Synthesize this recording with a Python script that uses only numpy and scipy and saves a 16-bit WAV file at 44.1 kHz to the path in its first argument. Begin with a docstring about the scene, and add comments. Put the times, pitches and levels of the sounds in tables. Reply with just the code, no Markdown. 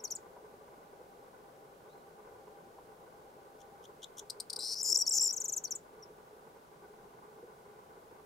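"""Three chips from a small songbird, hidden to the left of the microphone in dry grassland; later its song:
dry ticks that speed up, a buzz, a jangle from both sides of the syrinx and a run of falling chips.
The syrinx whistles the notes, its membranes slap for the ticks, and grass and scrub scatter the sound.
Light wind rumbles throughout, with a faint fluttering drone; a whine and a hum close by die away
halfway through. Before the song, a second bird slurs twice from across the field."""
import sys
import numpy as np
from scipy import signal
from scipy.fft import rfft, irfft
from scipy.io import wavfile
from scipy.ndimage import uniform_filter1d

SR = 44100
rng = np.random.default_rng(int(sys.argv[2]) if len(sys.argv) > 2 else 0)


def transcribe(signal):
    """Save signal, clipped to [-1, 1], as a 16-bit WAV file at the path in sys.argv[1]."""
    frames = np.atleast_2d(signal).T
    limited = np.clip(frames, -1, 1)
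    pcm = np.round(limited * 32767).astype(np.int16)
    wavfile.write(sys.argv[1], SR, pcm)


N = 363825
TIME = np.arange(N) / SR
HZ = np.maximum(np.fft.rfftfreq(N, 1 / SR), 1)


def from_db(db):
    """Decibels to gain."""
    return 10 ** (np.asarray(db) / 20)


def rms_one(x):
    """Scale to unit rms."""
    return x / np.sqrt(np.mean(x ** 2) + 1e-20)


def spectrum(rows):
    """Gain at every frequency, from rows of f/Hz, level/dB."""
    hz, db = np.transpose(rows)
    return from_db(np.interp(np.log(HZ), np.log(hz), db))


def fader(rows):
    """Gain at every sample, from rows of t/s, level/dB."""
    return from_db(np.interp(TIME, *np.transpose(rows)))


def noise(gain):
    """Steady noise with the given gain per frequency; rms 1."""
    return rms_one(irfft(rfft(rng.standard_normal(N)) * gain, N))


def resonance(hz, width_hz):
    """Gain of a resonance with steep skirts."""
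    return 1 / (1 + ((HZ - hz) / width_hz) ** 2)


def drift(rate_hz):
    """Random wander, mostly slower than rate_hz; rms 1."""
    return noise(resonance(0, rate_hz))


def add(track, s, sound):
    """Mix a sound into a track at time s."""
    at = max(int(s * SR), 0)
    track[at:at + len(sound)] += sound[:N - at]


def glide(length, places, pitches, rise, fall):
    """One syrinx note: phase along a pitch path, and the swell of the air that drives it."""
    u = np.linspace(0, 1, max(int(length * SR), 8))
    hz = uniform_filter1d(np.interp(u, places, pitches), len(u) // 6, mode="nearest")
    ramp = np.clip(np.minimum(u / rise, (1 - u) / fall), 0, 1)
    phase = 2 * np.pi * (np.cumsum(hz) / SR + rng.random())
    return phase, np.sin(np.pi / 2 * ramp) ** 2


# syllables, shared between the two sides of the syrinx; by name: delay/s, length/s, shape, level/dB
SYLLABLES = {"call": [(0, .023, "chip", 0), (.0378, .008, "peep", -11.5), (.0685, .023, "chip", 1),
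             (.1135, .0165, "high chip", -2.5)], "flourish": [(0, .0065, "drop", -4),
             (.007, .004, "flick", -3), (.0108, .0085, "slur", 1), (.0262, .0088, "rise", -1)],
             "buzz": [(0, .0032, "low fall", 0), (.0036, .003, "low fall", -3),
             (.0052, .0036, "low rise", 0), (.0052, .0036, "top rise", -7)],
             "whirr": [(0, .0025, "fall", 0)], "rattle": [(0, .0042, "hook", 0),
             (.003, .005, "low slur", -1.5)], "seesaw": [(0, .0085, "slur", 0),
             (.0052, .005, "high slur", 1)], "jangle": [(0, .004, "slur", -1),
             (.0043, .007, "high fall", 0), (.0043, .0034, "flick", -2), (.0083, .0034, "flick", -2)],
             "chime": [(0, .011, "hold", 0), (.009, .0065, "slur", -2.5)],
             "stutter": [(0, .0075, "slur", 0)], "chip": [(0, .0235, "run chip", 0)]}
def syllable(name, s, db, tuning):
    """The notes of one syllable: t/s, length/s, shape, level/dB, pitch factor."""
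    return [(s + delay, length, shape, db + note_db, tuning)
            for delay, length, shape, note_db in SYLLABLES[name]]


# the near bird's single notes: t/s, length/s, shape, level/dB
SINGLE_NOTES = [(0, 0.0098, "slur", -49.5), (0.103, 0.0047, "low fall", -43),
                (.165, 0.008, "low fall", -49), (4.588, 0.0107, "low rise", -32),
                (4.589, 0.0074, "top rise", -34), (4.811, .010, "low slur", -30),
                (4.828, .0065, "rise", -24), (4.922, .010, "slur", -19.5), (5.0168, .010, "slur", -21),
                (5.053, 0.011, "peep", -40.5), (5.107, 0.012, "slur", -27.5), (5.119, 0.012, "hold", -23.5),
                (5.182, 0.0048, "slur", -19), (5.194, 0.011, "slur", -25), (6.023, 0.021, "slur", -49)]
# its syllables sung once: t/s, syllable, level/dB
PHRASES = [(.037, "call", -31), (4.9442, "flourish", -19), (5.0644, "flourish", -22),
           (5.6369, "call", -29.5)]
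# its trills: first t/s, last t/s, rate/Hz, syllable, first level/dB, last level/dB, last pitch over first
TRILLS = [(4.5994, 4.7370, 115, "buzz", -31.5, -27.5, 1.11),
          (4.753, 4.8115, 430, "whirr", -35, -28.5, 1.09), (4.8387, 4.9215, 132, "rattle", -28, -23.5, 1),
          (4.985, 5.007, 92, "seesaw", -27.5, -25, 1), (5.1287, 5.1725, 114, "jangle", -26, -23.5, .99),
          (5.206, 5.268, 63, "chime", -21, -22.5, .96), (5.289, 5.3055, 114, "stutter", -29, -26, 1),
          (5.3235, 5.5622, 25, "chip", -29.5, -27, 1.04)]
def song_notes(pitch_scatter=.019, uneven_db=1.5, slowing=.06):
    """Every whistled note; a trill starts a little fast and eases off, no two repeats quite alike."""
    notes = [(*note, 1) for note in SINGLE_NOTES]
    for s, name, db in PHRASES:
        notes += syllable(name, s, db, tuning=.99)
    for first, last, rate, name, first_db, last_db, climb in TRILLS:
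        for u in np.linspace(0, 1, round((last - first) * rate) + 1):
            s = first + (last - first) * (u - slowing * u * (1 - u))
            db = first_db + (last_db - first_db) * u + uneven_db * rng.uniform(-1, 1)
            tuning = climb ** u * (1 + pitch_scatter * rng.standard_normal())
            notes += syllable(name, s, db, tuning)
    return notes


# pitch along a note, by shape: onset f/Hz, early f/Hz, late f/Hz, end f/Hz
NOTE_SHAPES = {"chip": (8430, 6700, 5730, 5290), "run chip": (8900, 7100, 6100, 5150),
               "high chip": (9000, 7960, 6720, 7000), "peep": (4450, 4400, 4580, 4820),
               "slur": (6056, 5710, 5370, 5280), "low slur": (5780, 5344, 5186, 5150),
               "high slur": (8300, 7600, 7130, 6800), "hold": (7560, 7700, 7294, 7250),
               "drop": (8150, 6660, 5350, 5300), "high fall": (7760, 7250, 6300, 6050),
               "fall": (6300, 5580, 4640, 4500), "low fall": (5750, 5270, 4530, 4060),
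               "low rise": (3770, 3950, 4230, 4650), "top rise": (7300, 7370, 8900, 9540),
               "rise": (6600, 7160, 7950, 9300), "hook": (5170, 6950, 7600, 7500),
               "flick": (5100, 6100, 7500, 7600)}
# the shapes sung in the low register; all others are in the high one
LOW_REGISTER = ("peep", "fall", "low fall", "low rise")
def syrinx(shortest_edge_s=.001):
    """Each note is a whistle that slides in, holds a body and slides out. Two tracks: low, high register."""
    registers = np.zeros((2, N), complex)
    for s, length, shape, db, tuning in song_notes():
        edge = max(.18, shortest_edge_s / length)
        pitches = tuning * np.array(NOTE_SHAPES[shape])
        phase, swell = glide(length, [0, .22, .78, 1], pitches, rise=edge, fall=edge)
        track = registers[0 if shape in LOW_REGISTER else 1]
        add(track, s, from_db(db) * swell * np.exp(1j * phase))
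    return registers


# harshness of the voice: t/s, rasp/0-1
RASP = [(.13, 0.1), (.16, 0.17), (4.6, 0.3), (4.9, 0.74), (4.96, 0.47), (5.11, .46), (5.15, 0.61),
        (5.27, 0.5), (5.39, 0.33), (5.45, 0.17)]
# colour of its sizzle: f/Hz, level/dB
SIZZLE_COLOUR = [(3500, -48.5), (5000, -12), (7000, 7.5), (8800, -5), (10300, -4), (13000, 0), (15800, -18)]
# tone colour of the song at the microphone, with dips from the ground reflection: f/Hz, level/dB
SONG_COLOUR = [(2200, -39.5), (3200, -14.5), (5500, -2), (6500, -5.5), (7400, -4), (9000, -2.5),
               (10500, -18), (13000, -7), (15500, -31.5)]
def near_bird(octave_db=-19, clear_boost_db=11, sizzle_db=-15.5, register_edges_hz=(3700, 4450)):
    """Both sides of the syrinx share an airway, adding octaves and sum tones; rasp frays them to a sizzle."""
    rasp = np.clip(np.interp(TIME, *np.transpose(RASP)), 0, 1)
    shake = from_db(2.1 * rasp * drift(450)) * np.exp(.42j * rasp * drift(600))
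    registers = syrinx() * shake
    voice = registers.sum(axis=0)
    fray = np.exp(.9j * rasp * drift(900))
    overtone_gain = from_db(octave_db + clear_boost_db * (1 - rasp) ** 2)
    overtones = overtone_gain * fray * voice ** 2 / (np.abs(voice) + 1e-9)
    sizzle = from_db(sizzle_db) * rasp ** 1.5 * np.abs(voice) * noise(spectrum(SIZZLE_COLOUR))
    # each register has a firm lower edge
    whistles = sum(signal.sosfilt(signal.butter(8, edge_hz, "high", fs=SR, output="sos"), track)
                   for track, edge_hz in zip(registers, register_edges_hz))
    song = (whistles + overtones).real + ticks()
    return irfft(rfft(song) * spectrum(SONG_COLOUR), N) + sizzle


# first echoes, off the ground and the nearest stems: delay/s, left level/dB, right level/dB
BOUNCES = [(.00055, -24.5, -19.5), (.0017, -16.5, -21.5), (.0029, -22.5, -12), (.0042, -11, -20.5)]
def scrub(song, left_db=2.6, right_lag_s=.3 / SR,
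          grass_db=-10, grass_t60_s=.085, bushes_db=-21, bushes_t60_s=.22):
    """Direct sound from the left, a few bounces, then dense echoes from grass and bushes farther off."""
    t = TIME[:SR // 2]
    channels = []
    for channel, (side_db, lag) in enumerate(((left_db, 0), (-left_db, right_lag_s))):
        paths = 1 + sum(from_db(db[channel]) * np.exp(-2j * np.pi * HZ * delay) for delay, *db in BOUNCES)
        early = irfft(rfft(song) * paths * np.exp(-2j * np.pi * HZ * lag), N)
        echoes = 0
        for db, t60 in ((grass_db, grass_t60_s), (bushes_db, bushes_t60_s)):
            tail = rng.standard_normal(len(t)) * np.exp(-np.log(1000) * t / t60) * (t > .001)
            echoes = echoes + from_db(db) * tail / np.linalg.norm(tail)
        channels.append(from_db(side_db) * early + signal.fftconvolve(song, echoes)[:N])
    return np.array(channels)


# colour of the wind at the microphone, mid and side: f/Hz, relative level/dB
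WIND_MID = [(12, -51), (20, -15), (104, -14), (158, -8), (308, -12), (419, -6), (713, -11.5), (797, -9.5),
            (891, -17), (969, -18), (1320, -20), (1510, -20.5), (1890, -27), (4500, -31.5), (15800, -34.5)]
WIND_SIDE = [(12, -48.5), (20, -12.5), (104, -18), (308, -15.5), (419, -19.5), (539, -6), (637, -5.5),
             (866, -9), (942, 0.5), (1110, -11), (1390, -10), (1650, -18), (2430, -25), (13400, -34),
             (15800, -37.5)]
def wind(mid_db=-61, side_db=-62.5):
    """Light wind over the grassland: a soft, even rumble that thins out into hiss."""
    mid = from_db(mid_db) * noise(spectrum(WIND_MID))
    side = from_db(side_db) * noise(spectrum(WIND_SIDE))
    return np.array([mid + side, mid - side])


# resonances of the drone: f/Hz, width/Hz, mid level/dB, side level/dB
DRONE_BANDS = [(365, 39, -71.5, -80), (426.3, 24.7, -63, -79.5), (503.5, 30.7, -71.5, -78.5),
               (814.5, 38, -70, -71.5), (984, 100, -70.5, -74.5), (1161, 24, -77.5, -71),
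               (1485, 70.6, -75.5, -78), (2084, 220, -82, -87)]
# its slow rise and fall: t/s, level/dB
DRONE_LEVEL = [(0, 3), (1, -0.5), (2.2, 1), (3.4, -2), (4.1, .5), (5.5, 1.5), (6.7, 0.5), (8.25, 0)]
# soft bumps, dead centre: t/s, length/s, f/Hz, level/dB
BUMPS = [(0.354, 0.032, 846, -56), (0.779, 0.01, 450, -57), (0.992, 0.036, 427, -55.5),
         (2.265, 0.17, 95, -74.5), (2.776, 0.029, 820, -57.5), (4.882, 0.098, 423, -57.5),
         (5.477, 0.043, 420, -58.5), (6.088, 0.042, 421, -56), (7.412, 0.057, 424.4, -54)]
def drone(flutter_db=4.5, sway_db=.67):
    """A faint drone: narrow resonances flutter together, with a soft bump now and then."""
    sway = sway_db * drift(6)
    flutter = flutter_db * 2 * np.tanh(drift(27.8) / 2)
    strength = fader(DRONE_LEVEL) * rms_one(from_db(sway + flutter))
    mid = strength * sum(from_db(db) * noise(resonance(hz, width)) for hz, width, db, _ in DRONE_BANDS)
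    side = strength * sum(from_db(db) * noise(resonance(hz, width)) for hz, width, _, db in DRONE_BANDS)
    for s, length, hz, db in BUMPS:
        size = int(length * SR)
        bump = noise(resonance(hz, hz / 5))[:size] * np.hanning(size)
        add(mid, s, from_db(db) * rms_one(bump))
    return np.array([mid + side, mid - side])


# a thin whine in the centre, swelling just before it stops: t/s, level/dB
WHINE_LEVEL = [(0, -71), (2.3, -69.5), (2.7, -66), (3.5, -68.5), (3.74, -58.5), (3.84, -98)]
# a soft hum, left of centre: t/s, level/dB
HUM_LEVEL = [(0, -65), (3.6, -65), (4.8, -73), (8.25, -91)]
def motor(whine_hz=799, pulse_s=.12, crest_s=3.75, pulse_depth=.93, waver_rad=.9,
          hum_hz=512, hum_width_hz=140, hum_left_db=4):
    """An evenly pulsing whine and a hum, as of a small motor near the microphone; both die away halfway."""
    pulse = 1 + pulse_depth * np.cos(2 * np.pi * (TIME - crest_s) / pulse_s)
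    tone = np.sin(2 * np.pi * whine_hz * TIME + waver_rad * drift(12))
    whine = fader(WHINE_LEVEL) * rms_one(pulse * tone)
    hum = fader(HUM_LEVEL) * noise(resonance(hum_hz, hum_width_hz))
    return whine + hum * from_db([[hum_left_db], [-hum_left_db]])


# whistles from across the field: t/s, length/s, start f/Hz, middle f/Hz, end f/Hz, level/dB
FAR_NOTES = [(1.883, .075, 3500, 3950, 4300, -70.5), (1.963, .06, 4200, 4000, 3700, -76)]
def far_bird(blur_rad=.8):
    """Two faint slurs from a distant bird, blurred on their way to the microphone."""
    slurs = np.zeros(N, complex)
    for s, length, *pitches, db in FAR_NOTES:
        phase, swell = glide(length, [0, .5, 1], pitches, rise=.3, fall=.27)
        add(slurs, s, from_db(db) * swell * np.exp(1j * phase))
    return (slurs * np.exp(1j * blur_rad * drift(120))).real


# the near bird's ticks, each a pair of flicks: t/s, level/dB, fundamental level/dB, syrinx tension/0-1
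TICKS = [(3.600, -57, 8, 0), (3.837, -56, 16, 0), (4.027, -44.5, 16, 0.12), (4.179, -38, 4, 0.02),
         (4.2975, -33, 5.5, .92), (4.3991, -30, 2, 0.97), (4.4976, -34, 7, 0.97), (4.5287, -33.5, 5.5, 1),
         (4.5593, -33, 5.5, 1)]
# overtones of a flick: multiple, level/dB
TICK_OVERTONES = [(2, 2), (3, -1), (4, 5.5)]
# flicks of a slack and of a tense syrinx: length/s, spacing/s, start f/Hz, end f/Hz
SLACK_TICK = (.0098, .0115, 2430, 3700)
TENSE_TICK = (0.0049, .0034, 3620, 5200)
def ticks(first_db=-2.5, lead_db=-13, pitch_scatter=.024, top_hz=11500,
          wobble_rad=.43, slack_dull_db=3, slack_calm=.44):
    """The membranes slap together while the pitch flicks upward, so overtones are strong.
    Tension makes a tick shorter, higher and rougher; a slack one is led in by a soft extra flick."""
    track = np.zeros(N)
    wobble = wobble_rad * drift(870)
    for s, db, fundamental_db, tension in TICKS:
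        slack = np.clip(1 - tension, 0, 1)
        length, gap, *pitches = slack * np.array(SLACK_TICK) + (1 - slack) * np.array(TENSE_TICK)
        for delay, gain in ((-gap, slack * from_db(lead_db)), (0, from_db(first_db)), (gap, 1)):
            tuning = 1 + pitch_scatter * rng.standard_normal()
            phase, swell = glide(length, [0, 1], np.array(pitches) * tuning, rise=.5, fall=.2)
            start = int((s + delay) * SR)
            phase += (1 - slack_calm * slack) * wobble[start:start + len(phase)]
            tone = from_db(fundamental_db) * np.sin(phase)
            for k, overtone_db in TICK_OVERTONES:
                tone += from_db(overtone_db - slack_dull_db * slack * (k - 2)) * np.sin(k * phase)
            add(track, s + delay, gain * from_db(db) * swell * tone)
    return signal.sosfilt(signal.butter(2, top_hz, fs=SR, output="sos"), track)


def scene():
    """At the microphone: the bird in the scrub, another far off, and wind, drone and motor beneath."""
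    return scrub(near_bird()) + far_bird() + wind() + drone() + motor()


def record(dry):
    """The top is cut steeply."""
    cutoff_hz = 15800
    return irfft(rfft(dry) / np.sqrt(1 + (HZ / cutoff_hz) ** 600), N)


dry = scene()
out = record(dry)
transcribe(out)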